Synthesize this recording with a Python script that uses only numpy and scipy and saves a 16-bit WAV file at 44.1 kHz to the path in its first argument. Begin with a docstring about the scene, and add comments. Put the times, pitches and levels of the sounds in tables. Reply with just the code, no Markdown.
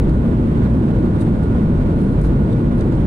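"""Airliner cabin on the descent

Two-channel listening point at a window over the wing. Engine and airflow roar, cabin hiss, wall rush
and a duller gush are coloured noise; wavering sines make the deep booms and the thin whine of the fans.
Close by, something is handled: grains ring as faint rustles, decaying noise as small ticks."""
import sys
import numpy as np
from scipy import signal
from scipy.fft import rfft, irfft, next_fast_len
from scipy.io import wavfile
from scipy.ndimage import uniform_filter1d, minimum_filter1d, map_coordinates

SR = 44100
rng = np.random.default_rng(int(sys.argv[2]) if len(sys.argv) > 2 else 0)


def digitize_waveform(pressure):
    """Quantize a signal to 16-bit integers and store it at the path in sys.argv[1].

    Rows of a 2-D input are taken as channels; values are limited to [-1, 1].
    """
    field = np.atleast_2d(pressure).T
    bounded = np.clip(field, -1, 1)
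    quanta = np.round(bounded * 32767).astype(np.int16)
    wavfile.write(sys.argv[1], SR, quanta)


N = 134946
TIME_S = np.arange(N) / SR
TOP_HZ = 15700  # top of the sound, also the highest pitch of a ring


def undb(db):
    """Decibels to gain."""
    return 10 ** (np.asarray(db) / 20)


def unit(x):
    """Scale to rms 1."""
    return x / np.sqrt(np.mean(x ** 2))


def pan(db):
    """Left and right gains for a left minus right level difference, half of it on each side."""
    return undb(np.array([[db], [-db]]) / 2)


def smooth_twice(x, size):
    """Two running means over the same number of samples."""
    return uniform_filter1d(uniform_filter1d(x, size), size)


def walk(rate):
    """Random levels held 1 / rate s and slewed twice; spread 1."""
    hold = int(SR / rate)
    steps = np.repeat(rng.standard_normal(N // hold + 2), hold)
    return unit(smooth_twice(steps, hold)[:N])


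def level_curve(points):
    """Gain through (time [s], level [dB]) points."""
    seconds, db = np.array(points).T
    return undb(np.interp(TIME_S, seconds, db))


def colour(x, points, tilt_db=0):
    """Filter by a (frequency [Hz], density [dB per Hz]) curve and a tilt in dB per octave; rms 1."""
    hz, db = np.array(points).T
    size = next_fast_len(N)
    octave = np.log2(np.maximum(np.arange(size // 2 + 1) * SR / size, 1))
    curve = np.interp(octave, np.log2(hz), db) + tilt_db * octave
    # beyond the last point the curve falls a further 24 dB per octave
    curve = curve - 24 * np.maximum(octave - np.log2(hz[-1]), 0)
    return unit(irfft(rfft(x, size) * undb(curve), size)[..., :N])


def late(x, seconds):
    """Delay a sound."""
    return map_coordinates(x, [np.arange(N) - seconds * SR], mode="mirror")


def tone(hz):
    """A sine of rms 1 that follows a pitch curve."""
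    cycles = np.cumsum(hz) / SR
    return np.sqrt(2) * np.sin(2 * np.pi * (cycles + rng.random()))


def zero_phase(x, order, edges_hz, kind):
    """Filter a band forwards and backwards, so that it stays in step with the whole."""
    sos = signal.butter(order, edges_hz, kind, fs=SR, output="sos")
    return signal.sosfiltfilt(sos, x, padtype="even")


def roar():
    """Low turbulent noise, nearly alike at both ears; its deepest part heaves, its low middle surges."""
    # roar through the fuselage: (frequency [Hz], density [dB per Hz])
    spectrum = [(15, -8.5), (32, -12.5), (43, 1.5), (64, 1.5), (77, -2.5), (105, -0.06), (160, -0.6),
                (195, -3), (235, -1), (290, -8), (330, -7), (375, -13.5), (510, -18.5), (640, -25),
                (760, -36.5), (1200, -52)]
    # level of the deepest rumble: (time [s], level [dB])
    deep_level = [(0, 7), (.3, -1.5), (.55, -0.5), (.72, -8), (.95, -2.5), (1.35, -1.5), (1.8, 3),
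                  (2.08, 0.5), (2.27, -0.5), (2.5, -4.5), (2.85, 2.5), (3.06, -4)]
    # level of the low middle of the roar: (time [s], level [dB])
    body_level = [(0, -1), (.07, 1.5), (.15, 0), (.43, 1), (.7, 0), (.83, 2.5), (.93, 0.5), (1.05, 1.5),
                  (1.16, -2), (1.27, 3), (1.4, -4), (1.55, 2), (1.92, -1), (2.04, 2), (2.24, -3),
                  (2.34, 0.5), (2.5, -1), (2.9, 0.5), (3.06, -2.5)]
    steady = 0.7  # share of the low middle's chance swells that is evened out
    noise = colour(rng.standard_normal(N), spectrum) * undb(-13)
    deep = zero_phase(noise, 4, 75, "lowpass")
    body = zero_phase(noise, 4, [181, 420], "bandpass")
    chance_swells = unit(np.sqrt(smooth_twice(body ** 2, 4000)))
    deep_change = deep * (level_curve(deep_level) - 1)
    body_change = body * (level_curve(body_level) / chance_swells ** steady - 1)
    shaped = noise + deep_change + body_change
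    return np.array([late(shaped, seconds=0.00017), shaped])


def booms():
    """Brief bell-shaped swells of a deep drone of the airframe, unsteady in pitch."""
    # deep swells: (time of the peak [s], length [s], level at the peak [dB], pitch [Hz])
    swells = [(0.722, 0.096, -16.5, 63.6), (1.843, 0.2, -21, 52.9), (2.253, 0.11, -13, 46.83)]
    wander_hz = 2.77
    out = 0
    for at, length, db, hz in swells:
        swell = np.exp(-2 * ((TIME_S - at) / length) ** 2)
        out = out + tone(hz + wander_hz * walk(16)) * swell * undb(db)
    return out


def cabin():
    """Roar and ventilation hiss scattered round the cabin: independent noise at each ear."""
    # diffuse cabin noise: (frequency [Hz], density [dB per Hz])
    spectrum = [(30, -12), (120, 5), (260, -1), (480, -7), (700, -12.5), (1000, -12.5), (1500, -24),
                (2200, -25.5), (3000, -32.5), (4000, -36), (5200, -42), (7000, -44.5), (8800, -41),
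                (10500, -47), (12500, -58.5), (15500, -64)]
    return colour(rng.standard_normal((2, N)), spectrum) * undb(-28.5)


def gush():
    """Dull airflow noise from the cabin side, louder at the left ear but reaching it later."""
    # dull airflow: (frequency [Hz], density [dB per Hz])
    spectrum = [(150, -16.5), (300, 3.5), (480, 1), (600, -6.5), (740, -3), (1100, -29.5)]
    noise = colour(rng.standard_normal(N), spectrum) * undb(-38)
    return np.array([late(noise, seconds=0.00077), noise]) * pan(8.5)


def rush():
    """Airflow noise along the wall, much louder and earlier on the right."""
    # air rushing along the wall: (frequency [Hz], density [dB per Hz])
    spectrum = [(500, -13.5), (720, -2.5), (950, 2.5), (1220, -3), (1450, -2.5), (2000, -13), (2600, -21),
                (3800, -21), (5200, -39), (9000, -53.5)]
    near = colour(rng.standard_normal(N), spectrum) * undb(-36.5)
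    far = late(near, seconds=0.00039) * undb(-12)
    return np.array([far, near])


def ring(x, pitch):
    """Add the short resonances of the handled thing, shifted by a pitch ratio."""
    # resonances before the shift: (frequency [Hz], width [Hz], level [dB])
    resonances = [(3900, 140, 12.5), (4790, 130, 9), (6260, 220, 7.5), (7500, 270, 5), (8660, 580, 9)]
    out = x
    for hz, width, db in resonances:
        b, a = signal.iirpeak(min(hz * pitch, TOP_HZ), hz / width, fs=SR)
        out = out + signal.lfilter(b, a, x) * undb(db)
    return out


def rustles():
    """Short rubs: dense tiny slips that grow to a peak, fade, and ring at a pitch set by the grip."""
    # rubs: (time of the peak [s], rise and fall [s], level at the peak [dB],
    # brightness [dB per octave], pitch of the rings [ratio])
    rubs = [(.16, .04, -59, 0, 1), (1.215, 0.013, -45, 4, .99), (1.25, .07, -61.5, 3.5, 0.95),
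            (1.437, .017, -54, 1, 1), (2.017, .06, -56, 4.5, 1.08), (2.125, 0.014, -59, 4, 1.05),
            (2.248, 0.028, -53, 6, 1.06), (2.53, 0.016, -42, -4.5, 0.94), (2.795, 0.022, -58, 5, 1.05),
            (2.96, 0.06, -60, 2, 1.04)]
    # colour of a rub before its brightness: (frequency [Hz], density [dB per Hz])
    spectrum = [(1500, -20), (3000, -4.5), (4000, -1.5), (5200, -9.5), (6800, -11.5), (8500, -6.5),
                (10000, -10), (12000, -18), (15500, -29)]
    grains_per_s, spread_db, crinkle_db = 9000, -1, -1.5
    spread = np.minimum(rng.exponential(size=(2, N)), 4)
    size = rng.standard_normal((2, N)) * undb(spread_db * spread)
    slips = rng.random((2, N)) < grains_per_s / SR
    grains = slips * size * undb(crinkle_db * walk(300))
    out = 0
    for at, length, db, bright, pitch in rubs:
        shape = np.exp(-np.abs(TIME_S - at) / length)
        rub = unit(colour(ring(grains, pitch), spectrum, bright) * shape)
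        # the rms of the shape makes the level that of the peak
        out = out + rub * np.sqrt(np.mean(shape ** 2)) * undb(db)
    return out


def ticks():
    """Tiny dry contacts: ringing noise that starts at once and decays within milliseconds."""
    # contacts: (time [s], level at the start before panning [dB], left minus right [dB], decay [s],
    # brightness [dB per octave], pitch of the rings [ratio])
    contacts = [(.0955, -38.5, -10, 0.00054, 3, 1.06), (2.214, -46, -4, .005, 7, 1.04),
                (2.246, -47, -5, 0.0036, 3, 1.06), (2.256, -50, -2, .003, 4, 1.06),
                (2.272, -48, 0, .003, 4, 0.83), (2.809, -41, -6, .004, -3, 1.0),
                (2.924, -50, -4, .003, 3, 1.1), (2.953, -47, -5, .002, -4, 1.1)]
    # colour of a contact before its brightness: (frequency [Hz], density [dB per Hz])
    spectrum = [(1500, -12), (4000, 3), (6000, 1), (9000, -2.5), (11000, -7), (15500, -15)]
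    crack = rng.standard_normal((2, N))
    out = 0
    for at, db, side, decay, bright, pitch in contacts:
        shape = (TIME_S >= at) * np.exp(-np.abs(TIME_S - at) / decay)
        out = out + colour(ring(crack, pitch), spectrum, bright) * shape * undb(db) * pan(side)
    return out


def whines():
    """Fan tones: sines that waver in pitch, flutter in level and swell together."""
    # mean pitch of each fan tone: [Hz]
    pitches = [877, 957, 1443, 1484, 3698, 4127, 8510]
    # each tone before flutter, panning and swell: (level [dB], pitch wander [Hz], left minus right [dB])
    voices = [(-52.5, 2.5, -2), (-59.5, 9, -8), (-54, 4.5, -11), (-66, 9, -4), (-83, 13, -3.5),
              (-77.5, 5.6, 6), (-83, 25, 4.5)]
    # the whine comes and goes: (time [s], level [dB])
    swell = [(0, -1), (.15, 1), (.35, -4), (.75, -2), (1.0, 2), (1.27, -1.5), (1.49, 3), (1.63, 2.5),
             (1.8, -1), (2.03, 2.5), (2.25, -2.5), (2.36, 2), (2.55, -1.5), (3.0, 1.5)]
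    flutter_db = 1.4
    tones = 0
    for hz, (db, wander, side) in zip(pitches, voices):
        wavering = tone(hz + wander * walk(40))
        tones = tones + wavering * undb(db + flutter_db * walk(45)) * pan(side)
    return tones * level_curve(swell)


def scene():
    """The cabin sound, its airflow stirred by quick turbulence, with the small noises close by."""
    turbulence = undb(1.0 * walk(75))  # spread 1 dB
    air = (cabin() + gush() + rush()) * turbulence
    return roar() + booms() + air + rustles() + ticks() + whines()


def record(dry):
    """A smooth limiter holds down the highest peaks of the bass in both channels; the top is cut."""
    bass_hz, ceiling, knee = 517, 0.53, 2.7  # ceiling in full scale; a higher knee bends more sharply
    size = 441  # samples, 10 ms
    bass = signal.sosfiltfilt(signal.butter(2, bass_hz, fs=SR, output="sos"), dry)
    peak = np.abs(bass).max(axis=0)
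    gain = (1 + (peak / ceiling) ** (2 * knee)) ** (-0.5 / knee)
    gain = smooth_twice(minimum_filter1d(gain, 2 * size), size)
    limited = dry + bass * (gain - 1)
    top_cut = signal.ellip(8, 0.2, 70, TOP_HZ, fs=SR, output="sos")
    return signal.sosfilt(top_cut, limited)


dry = scene()
out = record(dry)
digitize_waveform(out)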